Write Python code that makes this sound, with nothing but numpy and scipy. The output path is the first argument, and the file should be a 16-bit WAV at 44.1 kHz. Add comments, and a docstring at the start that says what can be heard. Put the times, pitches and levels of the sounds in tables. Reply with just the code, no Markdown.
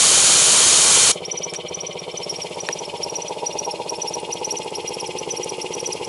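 """First comes a loud blast of air, cut off after a second when a valve snaps shut.
It is an old belt-driven air compressor with two cylinders, running close by on a lawn. The pump knocks
twice a turn and wheezes after each knock while the motor hums. Once the pump is under pressure, its belt
slips and squeaks on many strokes. Loose fittings tick, and something taps the casing once.
The tone shifts as the microphone moves from the flywheel past the tank to the pressure gauge."""
import sys
import numpy as np
from scipy import signal
from scipy.fft import rfft, irfft
from scipy.io import wavfile
from scipy.ndimage import uniform_filter1d

SR = 44100
rng = np.random.default_rng(int(sys.argv[2]) if len(sys.argv) > 2 else 0)


def digitize_waveform(pressure):
    """Quantize a signal to 16-bit integers and store it at the path in sys.argv[1].

    Rows of a 2-D input are taken as channels; values are limited to [-1, 1].
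    """
    field = np.atleast_2d(pressure).T
    bounded = np.clip(field, -1, 1)
    quanta = np.round(bounded * 32767).astype(np.int16)
    wavfile.write(sys.argv[1], SR, quanta)


N = 268128
TIME = np.arange(N) / SR
TURN_S, FIRST_KNOCK_S, VALVE_SHUT_S = .1229, -.0108, 1.115
STROKE_S = TURN_S / 2
TURN_STARTS = np.arange(FIRST_KNOCK_S, N / SR, TURN_S)
STROKE_STARTS = np.arange(FIRST_KNOCK_S, N / SR, STROKE_S)


def from_db(db):
    """Turn decibels (dB) into a number to multiply a sound by."""
    return 10 ** (np.asarray(db) / 20)


def rms_one(x):
    """Scale a signal so its average strength (rms) is 1."""
    return x / np.sqrt(np.mean(x ** 2) + 1e-20)


# The three places: the seconds at which the microphone is by the flywheel, the tank and the gauge.
PLACE_TIMES = [1.9, 3.7, 5.0]
def by_place(levels_db):
    """Slide between three levels as the microphone passes the three places."""
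    return np.interp(TIME, PLACE_TIMES, from_db(levels_db))


def coloured_noise(spectrum, peaks=()):
    """Noise shaped by (frequency in Hz, level in dB) points, with optional peaks on top."""
    hz = np.arange(N // 2 + 1) * SR / N
    points, levels = np.transpose(spectrum)
    db = np.interp(np.log(hz + 1), np.log(points), levels)
    for centre, width, lift in peaks:
        db += lift / (1 + (2 * (hz - centre) / width) ** 2)
    return rms_one(irfft(rfft(rng.standard_normal(N)) * from_db(db), N))


def filtered(x, order, hz, kind):
    """Keep the lows, the highs or a band; a higher order cuts more steeply."""
    return signal.sosfilt(signal.butter(order, hz, kind, fs=SR, output="sos"), x + 1e-18)


def clicks(times, levels_db):
    """Blows one sample long at the given times."""
    out, at = np.zeros(N), np.round(np.asarray(times) * SR).astype(int)
    inside = (at >= 0) & (at < N)
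    out[at[inside]] = from_db(levels_db)[inside]
    return out


def fade_after(blows, decay_s):
    """A loudness curve that jumps at each blow and dies away."""
    return signal.lfilter([1], [1, -np.exp(-1 / (decay_s * SR))], blows + 1e-18)


def strike(force, hz, ring_s, attack_speed=0.39):
    """One ringing note of the machine; it fades by 60 dB in its ring time, ring_s."""
    step = 2 * np.pi * hz / SR
    # the blow takes a cycle or so to spread, which softens the start
    r = np.exp(-np.pi * attack_speed * hz / SR)
    feed = np.array([1, 0, -1]) * (1 - r * r) / 2
    spread = signal.lfilter(feed, [1, -2 * r * np.cos(step), r * r], force + 1e-18)
    decay = np.exp(-np.log(1000) / (ring_s * SR))
    return signal.lfilter([0, np.sin(step)], [1, -2 * decay * np.cos(step), decay ** 2], spread + 1e-18)


def stroke_swell(delay_s, depth_db):
    """A loudness curve that peaks delay_s after each knock."""
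    angle = 2 * np.pi * (TIME - FIRST_KNOCK_S - delay_s) / STROKE_S
    return from_db(depth_db * (np.cos(angle) - 1) / 2)


# The tone of the air jet. Each row: frequency in Hz, level in dB.
JET_SPECTRUM = [(25, -22), (60, -12.5), (170, -13), (260, -12), (430, -10.5), (1150, -6.5), (1850, -11),
                (2800, -7.5), (5300, -4.5), (6800, 0.5), (8000, -2), (10400, -3), (11300, -8)]
# Pitches the outlet boosts. Each row: pitch in Hz, width in Hz, boost in dB.
OUTLET_PEAKS = [(2400, 38, 7), (3110, 330, 6.5), (3740, 98, 4.5), (4300, 320, 5.5), (5760, 330, 1),
                (6440, 150, 3.5), (6920, 300, 2.5)]
def blow_off(level_db=-12, closing_s=0.0048, drop_db=14, tail_db_per_s=350):
    """Swirling air jets out until the valve shuts; then the air left in the outlet dies away."""
    since_shut = np.maximum(TIME - VALVE_SHUT_S, 0)
    closed = np.minimum(since_shut / closing_s, 1)
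    db = level_db - drop_db * closed - tail_db_per_s * since_shut
    return from_db(db) * coloured_noise(JET_SPECTRUM, OUTLET_PEAKS)


# The hits in one turn, three per cylinder. Each row: seconds into the turn, level in dB.
PISTON_HITS = [(0, 1.5), (0.0165, -13.5), (0.055, -13.5), (0.0623, -0.5), (0.08, -9.5), (0.1096, -8.5)]
# How much each of those hits varies by chance. Each row: spread in dB, spread in seconds.
HIT_SPREAD = [(1, .0001), (1.2, .0001), (4, .001), (1, .0001), (1.2, .0001), (4, .0007)]
# Notes of the pump, frame and tank. Each row: pitch in Hz, ring time in seconds, dB at the three places.
BODY_NOTES = [(103, 0.047, -60, -60, -65), (331, 0.39, -85, -42, -42), (376.2, 0.15, -42, -53, -33.5),
              (431, 0.022, -25.5, -23.5, -21), (492.2, 0.027, -23.5, -22, -22),
              (579, 0.035, -26.5, -23, -55), (777.6, 0.071, -37, -37.5, -40),
              (855.7, 0.043, -51, -31, -32.5), (940.2, 0.091, -49.5, -34.5, -43.5),
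              (1107, 0.33, -55, -77, -88), (1210, 0.018, -41, -48, -42.5)]
def knocks(level_db=3, rebound_s=0.004577, rebound_db=-8, grind_db=-34, rattle_db=-34):
    """Pistons knock as they turn back; the bearings grind alike on every turn and rattle under load."""
    delay, hit_db = np.transpose(PISTON_HITS)
    spread_db, spread_s = np.transpose(HIT_SPREAD)
    chance = rng.standard_normal((len(TURN_STARTS), 2, len(PISTON_HITS)))
    times = (TURN_STARTS[:, None] + delay + spread_s * chance[:, 0]).ravel()
    strengths_db = (hit_db + spread_db * chance[:, 1]).ravel()
    # the loose rod lets each hit land twice, cushioned by oil
    blows = clicks(times, strengths_db) + clicks(times + rebound_s, strengths_db + rebound_db)
    blows = filtered(blows, 4, 1350, "low")
    grind_swell = from_db(grind_db) * stroke_swell(delay_s=0.00083, depth_db=6)
    rattle_swell = from_db(rattle_db) * stroke_swell(delay_s=0, depth_db=18)
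    out = np.zeros(N)
    for hz, ring_s, *levels_db in BODY_NOTES:
        grind = grind_swell * np.resize(rng.standard_normal(round(TURN_S * SR)), N)
        rattle = rattle_swell * rng.standard_normal(N)
        roughness = min(hz / 700, 1.3)  # rough surfaces feed mostly the higher notes
        out += by_place(levels_db) * strike(blows + roughness * (grind + rattle), hz, ring_s)
    # so small a frame gives off little deep bass
    return from_db(level_db) * filtered(out, 2, 85, "high")


# Air passages in the cylinder head. Each row: pitch in Hz, width in Hz, dB at the three places.
AIR_PASSAGES = [(2116, 147, -41, -48.5, -40.5), (2322, 89, -35, -50, -41.5),
                (2531, 103, -40.5, -36.5, -35.5), (2820, 164, -40, -35.5, -32.5),
                (3049, 114, -31.5, -47, -38.5), (3253, 84, -36.5, -40, -34.5),
                (3564, 290, -36, -37.5, -39.5), (4240, 340, -39.5, -37.5, -39)]
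def wheeze(level_db=-3):
    """After each knock, air is pushed through the passages: it swells quickly, then dies away."""
    out = np.zeros(N)
    for hz, width, *levels_db in AIR_PASSAGES:
        breath = filtered(rng.standard_normal(N), 2, [hz - width / 2, hz + width / 2], "band")
        out += by_place(levels_db) * rms_one(breath)
    since_knock = (TIME - FIRST_KNOCK_S) % STROKE_S
    flow_db = np.interp(since_knock, [0, .004, .011, .022, .034, .046, STROKE_S],
                        [-7.5, -12.5, -8.5, -1, -10, -14, -21.5])
    return from_db(level_db + flow_db) * out


# The tone of the valve hiss. Each row: frequency in Hz, level in dB.
HISS_SPECTRUM = [(35, -6), (110, 6), (1000, 7.5), (1400, -10.5), (1800, -6), (2300, 6), (3500, -8),
                 (5200, 6), (6500, -1), (7800, 0), (9200, -6), (11000, -1.5)]
# How loud it is over time. Each row: time in seconds, level in dB.
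HISS_LEVELS = [(0, -40), (1.9, -44), (2.4, -36), (3.5, -38.5), (4.6, -37.5), (6.08, -35.5)]
def valve_hiss(spit_db=-8, uneven_db=2):
    """Air hisses through the pump's valves, with a short bright spit as each one closes."""
    hiss = coloured_noise(HISS_SPECTRUM) * stroke_swell(delay_s=0.022, depth_db=5.5)
    bright = coloured_noise([(2000, -33), (4500, -26), (5500, -9), (8500, 0), (11000, 0)])
    strokes = np.arange(0, N / SR, STROKE_S)
    chance_db = np.interp(TIME, strokes, uneven_db * rng.standard_normal(len(strokes)))
    spit = from_db(spit_db + chance_db) * bright * stroke_swell(delay_s=0.051, depth_db=117)
    return from_db(np.interp(TIME, *np.transpose(HISS_LEVELS))) * (hiss + spit)


# The tones of the hum. Each row: multiple of the motor's speed, dB at the three places.
HUM_TONES = [(6, -45, -54, -46.5), (8, -66, -59, -47.5), (15, -61, -41.5, -40.5), (18, -54, -74, -50.5)]
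def motor(speed_hz=58.0, waver_hz=0.1275):
    """The motor hums, wavering a little and throbbing with the load of each stroke."""
    speed = speed_hz + waver_hz * coloured_noise([(1, 0.5), (6, 0), (25, -31), (200, -90)])
    angle = 2 * np.pi * np.cumsum(speed) / SR
    hum = sum(by_place(db) * np.sqrt(2) * np.sin(multiple * angle) for multiple, *db in HUM_TONES)
    return hum * stroke_swell(delay_s=0.0012, depth_db=5)


# The tone of the outdoor background. Each row: frequency in Hz, level in dB.
OUTDOOR_SPECTRUM = [(20, -24), (50, -25), (85, 24), (170, 7.5), (250, -27), (600, -20), (1500, 5.5),
                    (8000, -30)]
def open_air(level_db=-57):
    """The open air adds a faint, steady noise."""
    return from_db(level_db) * coloured_noise(OUTDOOR_SPECTRUM)


# Notes of the air intake. Each row: pitch in Hz, ring time in seconds, dB at the three places.
INTAKE_NOTES = [(140.6, 0.055, -46, -45.5, -37), (170.6, 0.079, -29.5, -33, -31)]
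def intake(lead_s=0.0011, uneven_db=0.32):
    """Each cylinder gulps air once a turn: a soft, low throb."""
    gulps = clicks(STROKE_STARTS - lead_s, uneven_db * rng.standard_normal(len(STROKE_STARTS)))
    return sum(by_place(db) * strike(gulps, hz, ring_s, attack_speed=0.67)
               for hz, ring_s, *db in INTAKE_NOTES)


# Notes of the flywheel. Each row: pitch in Hz, ring time in seconds, dB at the three places.
FLYWHEEL_NOTES = [(817.6, 0.17, -78, -27.5, -32.5), (896.5, 0.17, -55, -31, -31),
                  (953.6, 0.15, -35.5, -29, -38)]
def flywheel(lead_s=0.006876, uneven_db=1.7):
    """Just before the first knock of each turn, the belt's pull sets the flywheel ringing."""
    blows = clicks(TURN_STARTS - lead_s, uneven_db * rng.standard_normal(len(TURN_STARTS)))
    return sum(by_place(db) * strike(blows, hz, ring_s, attack_speed=0.16)
               for hz, ring_s, *db in FLYWHEEL_NOTES)


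# Grippy patches on the belt. Each row: position and half-width in belt turns,
# dB taken off a squeak when the valve shuts, change of that in dB per second.
GRIPPY_PATCHES = [(.072, .046, 32, 5), (.637, .138, 2.6, 8.2), (.978, .11, 10.5, -2.2)]
def grip_db(when, belt_turn_s=.10779):
    """How much the part of the belt now on the pulley chokes a squeak."""
    loss = 0
    for position, width, loss_db, db_per_s in GRIPPY_PATCHES:
        distance = (when / belt_turn_s - position + .5) % 1 - .5
        depth_db = np.maximum(loss_db + db_per_s * (when - VALVE_SHUT_S), 0)
        loss += depth_db * np.exp(-np.abs(distance / width) ** 3)
    return loss


# How loudly the smooth parts of the belt squeak. Each row: time in seconds, level in dB.
SLIP_LEVELS = [(1.12, -30.5), (1.36, -21), (1.9, -26), (2.4, -24), (3.1, -21), (4.3, -21.5), (4.9, -25),
               (6.08, -24)]
# How a squeak's pitch slides as the tank fills. 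Each row: time in seconds, slide in Hz per second.
PITCH_GLIDES = [(1.12, 12000), (5.0, -14000)]
def belt_slips(after_knock_s=.0393, pitch_hz=5782, hold_s=.0115):
    """The belt slips once a stroke. It circles out of step with the pump, so squeaks come in runs."""
    times = STROKE_STARTS + after_knock_s
    times = times[times > VALVE_SHUT_S]
    # chance makes each slip a little different
    late, loud, sharp, long, steep = rng.standard_normal((len(times), 5)).T
    db = np.interp(times, *np.transpose(SLIP_LEVELS)) - grip_db(times) + .8 * loud
    hold = hold_s * np.exp(.22 * long)
    glide = np.interp(times, *np.transpose(PITCH_GLIDES)) + 18000 * steep
    return np.transpose([times + .0008 * late, db, pitch_hz + 120 * sharp, hold, glide])


def chirps(slips, lead_s=0.0083, length_s=0.0024, low_hz=7200, high_hz=10500, rise_hz_per_s=120000):
    """As the load builds ahead of each slip, the creeping belt gives a tiny rising chirp."""
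    out = np.zeros(N)
    chances = rng.random((len(slips), 2))
    levels_db = 7.5 * rng.standard_normal(len(slips))
    for when, (early, high), db in zip(slips[:, 0], chances, levels_db):
        at = int((when - lead_s * (.5 + early)) * SR) + np.arange(SR // 100)
        at = at[at < N]
        t = np.arange(len(at)) / SR
        pitch = low_hz + (high_hz - low_hz) * high + rise_hz_per_s * t
        swell = 2 * t / length_s * np.exp(1 - 2 * t / length_s)
        out[at] += from_db(db) * swell * np.sin(2 * np.pi * np.cumsum(pitch) / SR)
    return by_place([-54, -39.5, -44.5]) * out


# A squeak's overtone, an octave up: its dB compared with the main tone at the three places.
OVERTONE_DB = [-21, -16, -10.5]
def squeaks(slips, level_db=1.5, rise_s=.0075, fall_s=.004, catch_s=.0006,
            sag_hz=800, grip_hz_per_db=20.5, edge_db=-13, flutter_db=1.54):
    """The slipping belt sings: the pitch climbs, locks for a moment and drops as the belt grips again."""
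    out, overtone = np.zeros(N), by_place(OVERTONE_DB)
    waver, rasp, flutter = (rms_one(uniform_filter1d(rng.standard_normal(N), size))
                            for size in (50, 50, 130))
    for when, db, hz, hold, glide in slips:
        at = np.arange(int((when - .025) * SR), min(int((when + .025) * SR), N))
        t = at / SR - when
        from_middle = np.abs(t) / (hold / 2 + np.where(t < 0, rise_s, fall_s))
        # full and clean while the pitch is locked, thin and unsteady at the edges
        caught = .5 + .5 * np.tanh((t + hold / 2) / catch_s)
        locked = caught * np.exp(-(2 * np.maximum(t, 0) / hold) ** 3)
        edges = from_db(edge_db) * np.exp(-(from_middle / 1.05) ** 4)
        unsteady = .7 + 2 * (1 - locked)
        # a grippy patch pulls the pitch down
        centre = hz + glide * t - grip_hz_per_db * np.minimum(grip_db(at / SR), 25)
        pitch = centre - sag_hz * np.minimum(from_middle ** 3, 2) + 60 * unsteady * waver[at]
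        phase = 2 * np.pi * np.cumsum(pitch) / SR
        tone = (locked + edges) * np.sin(phase)
        tone += overtone[at] * (locked + 3 * edges) * np.sin(2 * phase)
        out[at] += from_db(db + level_db + unsteady * rasp[at] + flutter_db * flutter[at]) * tone
    return out


def echoes(x, echo_db=-14, ring_s=0.13):
    """The tank, the frame and wooden steps throw back a short blur of echoes."""
    t = np.arange(SR // 8) / SR
    tail = rng.standard_normal(len(t)) * from_db(-60 * t / ring_s) * (t > .002)
    return x + from_db(echo_db) * signal.fftconvolve(x, tail / np.linalg.norm(tail))[:N]


def regrip(slips, lag_s=0.0024, uneven_db=4):
    """After each slip, even a choked one, the belt catches in its groove with a small bright tick."""
    times, db, _, hold, _ = np.transpose(slips)
    tick_db = 0.37 * (db - np.median(db)) + uneven_db * rng.standard_normal(len(times))
    fading = fade_after(clicks(times + hold / 2 + lag_s, tick_db), decay_s=0.0032)
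    bright = coloured_noise([(1500, -25), (4000, -5), (7500, 2), (10500, -1)])
    return by_place([-41, -39, -30]) * fading * bright


# Ticks of the loose fittings. Each row: start in seconds, level in dB.
FITTING_TICKS = [(1.5373, -18.5), (1.5395, -36), (1.545, -26), (1.5477, -22), (1.553, -27), (1.5525, -29),
                 (2.6891, -20.5)]
def loose_fittings():
    """Loose fittings tick, each time a tiny burst of gritty noise."""
    grit = coloured_noise([(300, -7), (1500, -3), (3000, -3), (7500, -0.5), (11000, -8)])
    return grit * fade_after(clicks(*np.transpose(FITTING_TICKS)), decay_s=0.0014)


# Two blows so close that they sound like one tap. Each row: start in seconds, level in dB.
TAP_BLOWS = [(2.6878, 1.5), (2.6916, -14)]
# Notes of the casing. Each row: pitch in Hz, level in dB, ring time in seconds.
CASING_NOTES = [(950, -18.5, 0.016), (1860, -10, 0.0052), (2400, -10, 0.0036), (3770, -15, 0.0038)]
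def casing_tap(level_db=4):
    """One sharp tap makes the casing ring very briefly."""
    blows = from_db(level_db) * clicks(*np.transpose(TAP_BLOWS))
    return sum(from_db(db) * strike(blows, hz, ring_s) for hz, db, ring_s in CASING_NOTES)


def scene():
    """Everything reaches one microphone, the same in both channels."""
    machine = knocks() + flywheel() + motor()
    breathing = intake() + wheeze() + valve_hiss()
    slips = belt_slips()
    belt = echoes(squeaks(slips) + chirps(slips)) + regrip(slips)
    mono = blow_off() + machine + breathing + belt + loose_fittings() + casing_tap() + open_air()
    return np.array([mono, mono])


def record(dry, low_cut_hz=45, high_cut_hz=11850):
    """A small microphone thins the bass and sharply cuts the highest treble."""
    thin = filtered(dry, 1, low_cut_hz, "high")
    return signal.sosfilt(signal.cheby2(18, 70, high_cut_hz, fs=SR, output="sos"), thin)


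dry = scene()
out = record(dry)
digitize_waveform(out)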